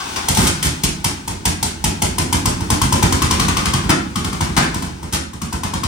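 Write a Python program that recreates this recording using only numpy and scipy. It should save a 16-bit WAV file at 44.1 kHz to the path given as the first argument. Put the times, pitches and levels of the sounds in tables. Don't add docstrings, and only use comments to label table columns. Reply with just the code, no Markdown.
import sys
import numpy as np
from scipy import signal
from scipy.fft import rfft, irfft
from scipy.io import wavfile
from scipy.ndimage import uniform_filter1d

SR = 44100
rng = np.random.default_rng(int(sys.argv[2]) if len(sys.argv) > 2 else 0)


def inscribe(sig):
    pcm = np.round(np.clip(np.atleast_2d(sig).T, -1, 1) * 32767)
    wavfile.write(sys.argv[1], SR, pcm.astype(np.int16))


N = 258865
TIME = np.arange(N) / SR
FFT_SIZE = 2 ** 15
HZ = np.fft.rfftfreq(FFT_SIZE, 1 / SR)

# (pitch [Hz], width [Hz], level [dB])
ROOM_NOTES = [(57.1, 23, 3.5), (77.5, 6.5, 10.5), (181.7, 38, -7), (421, 4.7, -29)]


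def firings(ring_hz=991.5, reference_per_s=8.04, hard_db=-16):
    # (time [s], hiss level [dB], thump level [dB])
    shots = [(0.2822, -3, -21.5), (0.3682, -6.5, -14.5), (1.0413, -4.5, -22.5), (1.2749, -13.5, -26),
             (1.4517, -4.5, -19.5), (1.625, -5.5, -25.5), (1.8386, -5.5, -19), (2.0174, -5, -19.5),
             (2.1801, -7, -18.5), (2.3242, -5.5, -17), (2.4539, -6.5, -17.5), (2.6026, -21.5, -23.5),
             (2.6998, -5.5, -16), (2.8129, -6.5, -15.5), (2.9218, -6, -15.5), (3.0236, -5, -13),
             (3.1212, -6.5, -18), (3.217, -4.5, -17), (3.3064, -3.5, -18), (3.3946, -4, -17),
             (3.4802, -5.5, -20), (3.5655, -5.5, -19), (3.6527, -5.5, -20), (3.7328, -5.5, -19.5),
             (3.8358, -23.5, -20.5), (4.1545, -10.5, -21), (4.2424, -12, -23), (4.3258, -16.5, -24.5),
             (4.4048, -9.5, -18), (4.4899, -30, -24.5), (4.7407, -15, -23.5), (4.8207, -18, -25),
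             (5.026, -27, -27), (5.3302, -28, -31.5), (5.414, -17.5, -25.5), (5.5236, -16.5, -22.5),
             (5.6314, -12.5, -22.5), (5.7337, -12.5, -21), (5.832, -10, -21)]
    thumps, rings, churn, jet, rasp = np.zeros((5, N))
    t = np.arange(SR // 8) / SR
    for start, hiss_db, thump_db in shots:
        pace = firing_rate(start) / reference_per_s
        octaves = np.log2(pace)
        hz = ring_hz * pace ** 0.25 * np.exp(0.044 * rng.standard_normal())
        port_db = 0.64 * thump_db + 0.36 * hiss_db + octaves
        add(thumps, start, gain_of(thump_db + 3) * thump(t * pace ** 0.32))
        churn_db = thump_db + 0.5 - 2 * octaves
        add(churn, start, gain_of(churn_db) * gust(burst(t, 0.0028, 0.022, 0.013)))
        trail_db = -2 + 0.19 * (thump_db - hiss_db)
        flow = burst(t, 0.0036, 0.0081, 0.0029) + gain_of(trail_db) * burst(t, 0.048, 0.025, 0.022)
        add(jet, start, gain_of(hiss_db - 7.5) * gust(flow))
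        waver = unit_power(uniform_filter1d(rng.standard_normal(len(t)), size=40))
        slide = 1 - 2 * np.minimum(t / 0.014, 1)
        pitch = hz * (1 + 0.038 * slide + 0.11 * waver)
        ring = np.sqrt(2) * np.sin(2 * np.pi * np.cumsum(pitch) / SR) * burst(t, 0.0026, 0.0045, 0.0027)
        ring_db = port_db + 1 - 0.19 * max(hard_db - port_db, 0)
        add(rings, start, gain_of(ring_db) * ring)
        add(rasp, start, gain_of(port_db - 5) * gust(burst(t, 0.0051, 0.003, 0.021)))
    return thumps, rings, churn, jet, rasp


def thump(t, start_hz=170, end_hz=66):
    hz = end_hz + (start_hz - end_hz) * np.exp(-t / 0.01912)
    hz *= np.exp(0.052 * rng.standard_normal())
    phase = 2 * np.pi * np.cumsum(hz) / SR
    return (np.sin(phase) + 0.49 * np.sin(2 * phase)) * burst(t, 0.012, 0.035, 0.015)


def backfires(flutter_hz=86, bang_db=-21):
    # (time [s], boom level [dB], bark level [dB], hiss level [dB], length [s])
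    flares = [(0.159, -38, -21, -28, 0.011), (0.346, -25, -48, -17, 0.0064), (0.37, -15, -23.5, -25, 0.086),
              (0.466, -34, -18.5, -13, 0.0089), (0.6251, -35, -21, -11.5, 0.0033),
              (0.643, -14.5, -29, -21, 0.027), (0.833, -9, -22.5, -11.5, 0.0076),
              (3.89, -4.5, -10, -16.5, 0.015), (4.563, -6.5, -10.5, -18.5, 0.018),
              (4.618, -25, -22.5, -39, 0.029), (5.123, -18, -23, -21.5, 0.029)]
    boom, bark, hiss = np.zeros((3, N))
    t = np.arange(SR // 4) / SR
    for start, boom_db, bark_db, hiss_db, length in flares:
        flutter = np.sin(2 * np.pi * flutter_hz * t)
        flame = burst(t, 0.0037, length, 0.0089) * (1 + 0.22 * flutter)
        push = gust(flame) + 0.13 * flutter * flame
        lowest_hz = 25 + 10 * max(bark_db - bang_db, 0)
        add(boom, start, gain_of(boom_db - 3) * signal.sosfilt(high_pass(lowest_hz), push))
        add(bark, start, gain_of(bark_db) * gust(flame))
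        add(hiss, start, gain_of(hiss_db) * gust(flame))
    return boom, bark, hiss


def port_roar(boom, bark):
    # (frequency [Hz], level [dB])
    boom_tone = [(20, -56), (35, -1), (50, -0.5), (90, -7.5), (130, 5), (190, 0), (310, -2.5), (420, -11.5),
                 (560, -16.5), (900, -14.5), (2500, -79.5)]
    # (frequency [Hz], level [dB])
    bark_tone = [(100, 4.5), (250, -2), (420, -3), (600, -1.5), (1000, 0.5), (1400, 2), (2200, -8.5),
                 (3200, -12.5), (5000, -9), (10000, -17), (16000, -38)]
    return colour(boom, boom_tone, ROOM_NOTES) + colour(bark, bark_tone)


def port_hiss(jet, treble_hz=6000, dull_above_per_s=9.1):
    # (frequency [Hz], level [dB])
    jet_tone = [(300, -6.5), (700, 1.5), (1400, -3), (2000, -4), (3200, 0), (4200, 2), (5500, 6), (7000, 4),
                (8500, 2.5), (10500, -1.5), (14500, -11), (16000, -40)]
    # (pitch [Hz], width [Hz], level [dB])
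    port_notes = [(2113, 175, 0), (3145, 210, -1.5), (4320, 110, -11.5), (5390, 260, -21.5),
                  (8620, 1600, -15)]
    hiss = colour(jet, jet_tone, port_notes)
    treble = signal.sosfiltfilt(high_pass(treble_hz), hiss)
    treble_db = 2 - 2.2 * np.maximum(firing_rate(TIME) - dull_above_per_s, 0)
    return hiss + (gain_of(treble_db) - 1) * treble


def firing_rate(time):
    # (time [s], rate [firings per s])
    speeds = [(.3, 4.7), (1.8, 3.46), (2.8, 9.06), (3.55, 12.25), (4.7, 10.2), (5.4, 8.4), (5.87, 12.3)]
    return np.interp(time, *np.transpose(speeds))


def chuffing():
    # (frequency [Hz], level [dB])
    chuff_tone = [(25, -48), (40, -18), (55, 1.5), (90, -1), (130, -2.5), (180, 1), (270, -3), (370, -6.5),
                  (500, -13), (700, -27), (2000, -67.5)]
    air = gain_of(4) * shaking(follow=0.73) * rng.standard_normal(N)
    return colour(air, chuff_tone, ROOM_NOTES)


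def gears(ticks_per_s=420, starter_until_s=0.2, run_down_s=0.62):
    # (frequency [Hz], level [dB])
    clatter_tone = [(150, 8), (400, 6), (600, -2.5), (850, 11), (1200, 2), (1800, -4), (3000, -3),
                    (6000, 0), (9000, -5.5), (15000, -24.5)]
    # (pitch [Hz], width [Hz], level [dB])
    metal_notes = [(873, 12, -46), (1190, 33, -20.5), (1420, 120, -19), (1496, 180, 5.5)]
    ticks = (rng.random(N) < ticks_per_s / SR) * rng.standard_normal(N)
    rattle = unit_power(0.17 * unit_power(ticks) + rng.standard_normal(N))
    starter = gain_of(-24) * np.exp(-np.maximum(TIME - starter_until_s, 0) / run_down_s)
    force = np.hypot(starter, gain_of(2) * shaking(follow=0.74))
    return gain_of(-6) * colour(rattle * force, clatter_tone, metal_notes)


def starter_clanks():
    # (time [s], level [dB])
    clanks = [(0.002, -21.5), (0.159, -18)]
    # (frequency [Hz], level [dB])
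    gear_tone = [(500, -25), (800, -1), (950, -15), (1130, 3), (1400, -7), (1800, -16), (3000, -18),
                 (6000, -12), (12000, -55)]
    knocks = np.zeros(N)
    for start, db in clanks:
        add(knocks, start, gain_of(db) * gust(burst(TIME[:SR // 8], 0.0011, 0.0058, 0.01)))
    return colour(knocks, gear_tone)


def shaking(follow):
    # (time [s], level [dB])
    effort = [(0.8, -46.5), (1.21, -43), (2.79, -30), (2.92, -27), (3.57, -26.5), (4.15, -37.5),
              (4.64, -32.5), (4.85, -36.5), (5.35, -51), (5.87, -38.5)]
    times, db = np.transpose(effort)
    return gain_of(db.mean() + follow * (np.interp(TIME, times, db) - db.mean()))


def garage(sound, ports=4, turn_s=0.105):
    heard = convolve(sound[None], direct_path())
    for port in range(ports):
        turns_away = abs((TIME / turn_s - port) % ports - ports / 2)
        share = np.cos(np.pi / 2 * np.minimum(turns_away, 1))
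        heard += convolve((sound * share)[None], echoes())
    return heard


def garage_bass(thumps, echo_db=-2):
    return convolve(thumps[None], direct_path() + gain_of(echo_db) * echoes())


def direct_path():
    # (frequency [Hz], left level [dB], right level [dB])
    path_tone = [(60, -4, -0.5), (322, -2.5, -1.5), (540, -8, -5.5), (908, 4.5, -25), (1560, -8.5, -0.5),
                 (1950, 5, -26.5), (3400, 4.5, -2), (3900, 0.5, -9.5), (5300, 0, -4), (6870, 0.5, -5),
                 (8000, -12, 4), (11350, -8, 0), (15050, 13, 8.5)]
    return np.array([tone_filter(gain_of(db)) for db in look_up(path_tone, HZ)])


def echoes(echoes_per_s=5000, bass_rise_s=0.021, treble_rise_s=0.0041):
    # (frequency [Hz], left level [dB], right level [dB], time to fade 60 dB [s],
    # left-right likeness [-1 to 1])
    room = [(60.4, -12.5, -7.5, 0.4, 1), (153, -4, -3, 0.91, 0.9), (349, 1.5, 4, 0.3, 0.88),
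            (500, 3.5, 0.5, 0.36, -0.78), (1130, 3, -2.5, 0.45, -0.23), (2460, 6.5, 7, 0.45, -0.2),
            (5270, 1, -4, 0.39, 0.14), (8750, -2.5, 2.5, 0.32, 0.027), (13400, 1, -0.5, 0.28, -0.47)]
    clicks = rng.standard_normal((2, FFT_SIZE)) * (rng.random((2, FFT_SIZE)) < echoes_per_s / SR)
    hz, t, bands = signal.stft(clicks, SR, nperseg=256)
    _, _, fade_s, likeness = look_up(room, hz[:, None])
    bands[1] = likeness * bands[0] + np.sqrt(1 - likeness ** 2) * bands[1]
    rise_s = np.interp(hz, [200, 800], [bass_rise_s, treble_rise_s])[:, None]
    bands *= gain_of(-60 * t / fade_s) * (1 - np.exp(-(t / rise_s) ** 4))
    spectrum = rfft(signal.istft(bands, SR, nperseg=256)[1][:, :FFT_SIZE])
    spectrum /= np.sqrt(uniform_filter1d(abs(spectrum) ** 2, size=61, axis=1))
    tail = irfft(spectrum * gain_of(look_up(room, HZ)[:2]))[:, :FFT_SIZE // 2]
    return tail * (1 - np.exp(-(TIME[:FFT_SIZE // 2] / 0.0009) ** 2))


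def gust(flow):
    spectrum = rfft(flow * rng.standard_normal(len(flow)))
    flatter = spectrum / (abs(spectrum) + 1e-12) ** 0.4
    puff = irfft(flatter, len(flow)) * np.minimum(flow / 0.15, 1)
    return unit_power(puff) * np.sqrt(np.mean(flow ** 2))


def burst(t, rise, length, fall):
    return (1 - np.exp(-(t / rise) ** 2)) * np.exp(-np.maximum(t - length, 0) / fall)


def colour(sound, tone, notes=()):
    peaks = 1 + sum(gain_of(db) / (1 + (2 * (HZ - hz) / width) ** 2) for hz, width, db in notes)
    gain = unit_power(gain_of(look_up(tone, HZ)[0]) * peaks)
    return convolve(sound, tone_filter(gain))


def tone_filter(gain):
    log_gain = np.log(np.maximum(gain, 1e-5))
    mirrored = np.concatenate([log_gain, log_gain[-2:0:-1]])
    spectrum = np.exp(np.conj(signal.hilbert(mirrored)))
    return irfft(spectrum[:len(HZ)])[:FFT_SIZE // 2]


def high_pass(hz):
    return signal.butter(2, hz, "high", fs=SR, output="sos")


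def convolve(sound, response):
    return signal.oaconvolve(sound, response, axes=-1)[..., :N]


def look_up(table, hz):
    row_hz, *columns = np.transpose(table)
    return [np.interp(np.log(hz + 1), np.log(row_hz + 1), column) for column in columns]


def add(mix, start_s, sound):
    part = mix[max(round(start_s * SR), 0):][:len(sound)]
    part += sound[:len(part)]


def gain_of(db):
    return 10 ** (np.asarray(db) / 20)


def unit_power(x):
    return x / np.sqrt(np.mean(x ** 2) + 1e-20)


def scene():
    thumps, rings, churn, jet, rasp = firings()
    boom, bark, hiss = backfires()
    exhaust = rings + port_roar(churn + boom, rasp + bark) + port_hiss(jet + hiss)
    return garage_bass(thumps) + garage(exhaust + chuffing() + gears() + starter_clanks())


def record(dry, low_cut_hz=29, dip_hz=12150, dip_width_hz=1100, dip_db=-22, top_hz=16100):
    dip = gain_of(dip_db * np.exp(-(2 * (HZ - dip_hz) / dip_width_hz) ** 2))
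    bass_cut = 1 / np.sqrt(1 + (low_cut_hz / (HZ + 1)) ** 10)
    heard = convolve(dry, tone_filter(dip * bass_cut)[None])
    squashed = heard / (1 + heard ** 6) ** (1 / 6)
    top_cut = signal.firwin(255, top_hz, window=("kaiser", 9), fs=SR)
    return signal.oaconvolve(squashed, top_cut[None], "same")


dry = scene()
out = record(dry)
inscribe(out)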